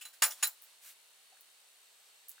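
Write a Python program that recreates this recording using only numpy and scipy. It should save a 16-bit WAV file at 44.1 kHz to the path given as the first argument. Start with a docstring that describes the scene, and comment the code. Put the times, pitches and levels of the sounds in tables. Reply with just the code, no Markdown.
"""In a small kitchen a boiled egg is peeled over a china plate. Shell contacts are grainy noise bursts (clacks)
that also excite the modes of the plate and the table below as decaying sinusoids. Flakes snap as short high-
passed noise, and one pings in three high bands. Bumps are band noise; rubbing fingers and a sleeve are
swelling, grainy noise. Beneath lie a steady coloured hiss and a faint electric whine made of a fast train of
chirps."""
import sys
import numpy as np
from scipy import signal
from scipy.fft import rfft, irfft
from scipy.io import wavfile

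SR = 44100
rng = np.random.default_rng(int(sys.argv[2]) if len(sys.argv) > 2 else 0)


def pcm_store(signal):
    """Save signal as 16-bit PCM."""
    levels = np.round(np.clip(np.atleast_2d(signal), -1, 1) * 32767)
    wavfile.write(sys.argv[1], SR, levels.astype(np.int16).T)


N = 105840
T = np.arange(N) / SR
FREQS = np.maximum(np.arange(N // 2 + 1) * SR / N, 1)  # Hz, kept above zero for logarithms


def undb(db):
    """Level to amplitude: 20 dB is a factor of ten."""
    return 10 ** (np.asarray(db) / 20)


def unit(x):
    """Normalisation: scale to an rms of 1."""
    return x / np.sqrt(np.mean(x ** 2))


def at(points, hz):
    """Logarithmic pitch scale: interpolate (frequency [Hz], value) points along log frequency."""
    points_hz, values = np.array(points).T
    return np.interp(np.log(hz), np.log(points_hz), values)


# difference between the two microphones, for sounds at the table: (frequency [Hz], side gain [dB])
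TABLE_SIDE = [(60, -14), (250, -19), (600, -21), (1200, -16), (2200, -12), (4500, -6.5), (9000, -8),
              (15000, -9)]


def noise(gain, side_table=TABLE_SIDE):
    """Partial coherence: shaped stereo noise of rms 1 from a shared mid and an opposed side signal."""
    mid, side = rfft(rng.standard_normal((2, N)))
    side = side * undb(at(side_table, FREQS))
    left_right = np.array([mid + side, mid - side])
    return unit(irfft(left_right * gain, N))


def fade(start, t60, attack):
    """Exponential decay: a linear attack [s], then a fall of 60 dB in each t60 [s]."""
    age = T - start
    decay = undb(-60 * np.maximum(age - attack, 0) / t60)
    return np.clip(age / attack, 0, 1) * decay


def walk(rate):
    """Random modulation: normal random values, rate per second, joined by straight lines."""
    return np.interp(T * rate, np.arange(4096), rng.standard_normal(4096))


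ROOM_T60_S, ROOM_DELAY_S = 0.14, 0.0007


def room(x, wet_db):
    """Reverberation: convolve with decaying noise for the dense reflections of table and walls."""
    tail = noise(1) * fade(ROOM_DELAY_S, ROOM_T60_S, ROOM_DELAY_S)
    tail = tail / np.sqrt(np.sum(tail ** 2) / 2)  # mean energy of 1 per channel
    reflections = signal.fftconvolve(x * np.ones((2, 1)), tail, axes=1)[:, :N]
    return x + undb(wet_db) * reflections


# shell on the plate: (time [s], clack level [dB], ring level [dB], clack tilt [dB/octave],
# ring tilt [dB/octave], extra level of the main mode [dB], contact length [s])
CONTACTS = [(0.0063, -49, -49, 3.5, 1, -12, 0.014), (0.051, -49, -45, 1.5, 0, 3.5, 0.0024),
            (0.129, -56.5, -61.5, 2.5, 3.5, -2, 0.0084), (0.2206, -21, -20.5, 0.63, -2.5, -14.5, 0.00226),
            (0.2326, -34.5, -25, -1.5, 4, -8, .003), (0.303, -42.5, -44, 4, 2.5, -14, 0.0084),
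            (0.425, -28, -29.5, 1.5, -3, -26, 0.0044), (0.4318, -47, -25.5, 12, 2.5, 1.5, 0.001)]
# colour of a clack: (frequency [Hz], relative spectral density [dB per Hz])
CLACK_COLOUR = [(60, -47), (150, -34), (300, -41.5), (430, -21), (560, -10), (850, 0), (1050, -4),
                (1500, 4.5), (2000, 2.5), (2800, -2), (4000, -4.5), (5400, -2), (6200, -7.5), (7100, 0),
                (9500, -9.5), (10500, -5.5), (12500, -16), (13600, -10), (14400, -5), (16000, -11.5)]
# how long a clack hangs in the room: (frequency [Hz], t60 [s])
CLACK_T60 = [(300, 0.4), (800, 0.23), (2000, 0.14), (5500, 0.19), (14000, 0.23)]
CRACK_DB, CRACK_T60_S = -2, 0.096  # relative to the wash
CLACK_GRAIN_DB, CLACK_GRAIN_PER_S = 2.5, 900


def clacks():
    """Impact with frequency-dependent decay: a short crack and a gritty wash, longest in the lows."""
    centres = np.log([hz for hz, _ in CLACK_T60])
    # overlapping bands that sum to one, each with its own decay
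    shares = [np.interp(np.log(FREQS), centres, row) for row in np.eye(len(centres))]
    out = 0
    for start, db, _, tilt_db, _, _, contact in CONTACTS:
        grit = rfft(noise(1) * undb(CLACK_GRAIN_DB * walk(CLACK_GRAIN_PER_S)))
        colour = undb(at(CLACK_COLOUR, FREQS) + tilt_db * np.log2(FREQS))
        burst = rfft(unit(irfft(grit * colour, N)))
        crack = undb(CRACK_DB) * fade(start, CRACK_T60_S, contact)
        for share, (_, t60) in zip(shares, CLACK_T60):
            envelope = (fade(start, t60, contact) + crack) / (1 + undb(CRACK_DB))
            out = out + undb(db) * irfft(burst * share, N) * envelope
    return out


# early echoes from wall and table: (delay [s], level [dB])
ECHOES = [(.00323, -12.5), (.0069, -7.5)]


def echoed(x):
    """Comb filtering: the first echoes interfere with the direct sound and ripple its spectrum."""
    comb = 1 + sum(undb(db) * np.exp(-2j * np.pi * FREQS * delay) for delay, db in ECHOES)
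    return irfft(rfft(x) * comb, N)


# natural frequencies: the plate's, with those of the table and body below it at 1200-3400 Hz and 5450 Hz:
# (frequency [Hz])
PLATE_HZ = [1200, 1480, 1645, 1860, 2850, 3400, 4015, 4110, 5450, 6925, 7015, 7210, 8260, 10340, 10445,
            10630, 14300, 15370]
# the same modes in the same order: (level [dB], t60 [s])
PLATE_MODES = [(-17, 0.16), (-11, 0.055), (-18.5, 0.12), (-14, 0.1), (-7, 0.03), (-12.5, 0.063), (-5, .14),
               (-22.5, 0.2), (-21, 0.084), (-4.5, 0.12), (-14.5, .13), (-19.5, 0.19), (-9, 0.095),
               (-3.5, .12), (-7, 0.11), (-18, 0.18), (-9.5, 0.19), (-10, 0.091)]
MAIN_MODE_HZ = 4015  # how hard it rings depends on where the plate is struck
RING_BLUR, RING_BLUR_PER_S = .8, 150  # random part relative to the steady tone; its rate
RING_S = 0.25  # each ring is computed for this long


def plate():
    """Modal vibration: contacts set the china ringing; reflections blur each mode and make it flutter."""
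    out = np.zeros((2, N))
    for start, _, db, _, tilt_db, main_db, contact in CONTACTS:
        first = int(start * SR)
        near = slice(first, first + int(RING_S * SR))
        age = T[near] - start
        for hz, (mode_db, t60) in zip(PLATE_HZ, PLATE_MODES):
            # complex random paths: one blurs both channels, one sets them apart
            steps = rng.standard_normal((2, 256, 2)) @ np.array([1, 1j]) / np.sqrt(2)
            blur, side = (np.interp(age * RING_BLUR_PER_S, np.arange(len(s)), s) for s in steps)
            steady = np.exp(2j * np.pi * rng.random())
            mid = (steady + RING_BLUR * blur) / np.hypot(1, RING_BLUR)
            left_right = mid + undb(at(TABLE_SIDE, hz)) * side * np.array([[1], [-1]])
            level_db = db + mode_db + tilt_db * np.log2(hz / MAIN_MODE_HZ)
            level_db += main_db * (hz == MAIN_MODE_HZ)
            tone = np.imag(left_right * np.exp(2j * np.pi * hz * age))
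            out[:, near] += undb(level_db) * fade(start, t60, contact)[near] * tone
    return out


FLAKE_S = 0.4718
# modes of the landing flake: (frequency [Hz], half width at half amplitude [Hz], level [dB], t60 [s])
FLAKE_MODES = [(11600, 550, -29, 0.015), (13100, 100, -31, 0.058), (14900, 420, -33, 0.024)]


def flake():
    """Small-body resonance: a tiny piece of shell lands and rings very high in narrow noise bands."""
    out = 0
    for hz, width, db, t60 in FLAKE_MODES:
        band = noise(1 / (1 + ((FREQS - hz) / width) ** 2))
        out = out + undb(db) * band * fade(FLAKE_S, t60, 0.00042)
    return out


# flakes of shell snapping: (time [s], level [dB], lower edge [Hz])
SNAPS = [(0.4718, -28, 11000), (0.6168, -47, 11500), (0.6224, -37.5, 11100), (0.639, -39.5, 12300),
         (0.6475, -53, 12100), (1.4091, -42, 10700), (2.2833, -37.5, 7900), (2.2854, -37, 6860),
         (2.286, -40, 4500), (2.2931, -28.5, 8050), (2.2948, -36.5, 3920), (2.3160, -38, 3500)]
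SNAP_T60_S, SNAP_ROOM_DB, SNAP_TILT_DB = 0.0033, -2.5, 4  # tilt per octave


def snaps():
    """Brittle fracture: a very short release of energy gives a high, broadband tick."""
    out = 0
    for start, db, edge_hz in SNAPS:
        high_pass = 1 / np.hypot(1, (edge_hz / FREQS) ** 6)
        colour = undb(SNAP_TILT_DB * np.log2(FREQS)) * high_pass
        out = out + undb(db) * noise(colour) * fade(start, SNAP_T60_S, 0.00037)
    return room(out, SNAP_ROOM_DB)


# soft bumps of fingers and egg: (time [s], level [dB], centre [Hz], t60 [s])
BUMPS = [(0.0119, -49.5, 2880, 0.14), (0.3066, -42.5, 5760, .04), (0.32, -46, 3350, 0.032),
         (1.3217, -62.5, 684, 0.057), (1.3692, -63, 1660, 0.017), (2.38, -53, 1560, 0.021)]
BUMP_WIDTH_OCT, BUMP_ROOM_DB = 0.16, -5  # half width at half amplitude; reflections


def bumps():
    """Damped resonance: each soft knock is a fading noise band around one centre."""
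    out = 0
    for start, db, hz, t60 in BUMPS:
        octaves = np.log2(FREQS / hz)
        band = noise(1 / (1 + (octaves / BUMP_WIDTH_OCT) ** 2))
        out = out + undb(db) * band * fade(start, t60, 0.0012)
    return room(out, BUMP_ROOM_DB)


GRAIN_DB, GRAIN_PER_S = 1, 480


def stroke(start, length, db, colour):
    """Sliding friction: grainy noise that swells and dies away."""
    swell = np.sin(np.pi * np.clip((T - start) / length, 0, 1))
    grain = undb(db + GRAIN_DB * walk(GRAIN_PER_S))
    return swell * grain * noise(undb(at(colour, FREQS)))


# fingers rubbing on shell: (start [s], length [s], level [dB])
RUBS = [(0.347, 0.11, -57), (0.52, 0.29, -65.5), (2.023, 0.1, -67)]
# colour of the rubbing: (frequency [Hz], relative spectral density [dB per Hz])
RUB_COLOUR = [(100, -37), (300, -23), (1000, -5), (2400, -4.5), (3500, -2.5), (5300, -3), (7000, -5.5),
              (10000, -3.5), (16000, -17)]


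def rubs():
    """Sliding friction: fingers rub on the shell in separate strokes."""
    return sum(stroke(start, length, db, RUB_COLOUR) for start, length, db in RUBS)


# colour of the sleeve: (frequency [Hz], relative spectral density [dB per Hz])
SLEEVE_COLOUR = [(100, -32), (300, -28), (900, -17), (1400, -6.5), (2100, -4), (3500, -4.5), (5000, -6),
                 (7500, -2.5), (11000, -2.5), (16000, -3)]
SLEEVE_S, SLEEVE_LENGTH_S, SLEEVE_DB = 0.8067, .14, -51.5


def sleeve():
    """Sliding friction: the sleeve brushes along once as the hand goes down to the plate."""
    return stroke(SLEEVE_S, SLEEVE_LENGTH_S, SLEEVE_DB, SLEEVE_COLOUR)


# pitch of the upper chirps: (time [s], frequency [Hz])
WHINE_PITCH = [(0, 9520), (1.1, 9600), (1.3, 9220), (1.68, 9100), (1.76, 9520), (1.82, 9560), (1.83, 8200),
               (2.4, 8200)]
WHINE_PULSE_HZ, WHINE_WIDTH = 70, 0.1  # width: Gaussian spread as a fraction of the pulse period
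WHINE_DB, LOW_WHINE_HZ, LOW_WHINE_DB = -73.5, 7860, -78
CHIRP_HZ_PER_S = 70000


def whine():
    """Pulsed frequency modulation: an even train of chirps, each led by a weaker, lower one."""
    out = 0
    pitch = np.interp(T, *np.array(WHINE_PITCH).T)
    # lead: how far the pulse is advanced, as a fraction of the period
    for hz, db, lead in [(pitch, WHINE_DB, .3), (LOW_WHINE_HZ, LOW_WHINE_DB, .42)]:
        cycle = (T * WHINE_PULSE_HZ + lead) % 1 - .5
        age = cycle / WHINE_PULSE_HZ
        phase = 2 * np.pi * (hz + CHIRP_HZ_PER_S * age / 2) * age
        chirp = np.sin(phase + .5 * walk(100))
        pulse = np.exp(-.5 * (cycle / WHINE_WIDTH) ** 2)
        out = out + undb(db + 1.1 * walk(31)) * unit(pulse * chirp)
    return out


# colour of the steady hiss: (frequency [Hz], relative spectral density [dB per Hz])
HISS_COLOUR = [(15, -66), (25, -44), (378, -15), (421, -6.5), (469, -8.5), (722, -6), (895, -5.5),
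               (1110, -6.5), (3930, -3.5), (4260, -4.5), (5430, -7), (9300, -6), (11200, -11), (13500, -11),
               (15500, -13.5)]
# its narrow resonances: (frequency [Hz], half width at half amplitude [Hz], level [dB])
HISS_PEAKS = [(2725, 70, -80.5), (3000, 150, -78.5), (3754, 66, -78), (4335, 130, -75), (13600, 370, -80.5)]
# difference between the two microphones, for the hiss: (frequency [Hz], side gain [dB])
HISS_SIDE = [(60, -8), (110, -16), (200, -16), (380, -14.5), (700, -8), (1290, -1), (2380, -1),
             (4400, -3.5), (8120, -1), (15000, -5.5)]
HISS_DB, PEAK_WAVER_DB = -63.5, 1.2


def hiss():
    """Stationary noise: a quiet, even background with a few narrow resonances that waver."""
    out = undb(HISS_DB) * noise(undb(at(HISS_COLOUR, FREQS)), HISS_SIDE)
    for hz, width, db in HISS_PEAKS:
        band = noise(1 / (1 + ((FREQS - hz) / width) ** 2), HISS_SIDE)
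        out = out + undb(db + PEAK_WAVER_DB * walk(9.3)) * band
    return out


BASS_CUT_HZ, BED_TOP_HZ = 320, 15850


def scene():
    """Superposition: all sources add; the bed is low-passed at BED_TOP_HZ, the snaps are added after it."""
    bass_cut = signal.butter(2, BASS_CUT_HZ, "high", fs=SR, output="sos")
    knocks = signal.sosfilt(bass_cut, plate() + bumps())
    bed = echoed(clacks()) + knocks + flake() + rubs() + sleeve() + whine() + hiss()
    top_cut = 1 / np.hypot(1, (FREQS / BED_TOP_HZ) ** 80)
    return irfft(rfft(bed) * top_cut, N) + snaps()


TOP_HZ = 16950


def record(dry):
    """Band limitation: the recorder cuts the top steeply with an elliptic low-pass."""
    low_pass = signal.ellip(10, .2, 70, TOP_HZ, fs=SR, output="sos")  # 0.2 dB ripple, 70 dB stopband
    return signal.sosfilt(low_pass, dry)


dry = scene()
out = record(dry)
pcm_store(out)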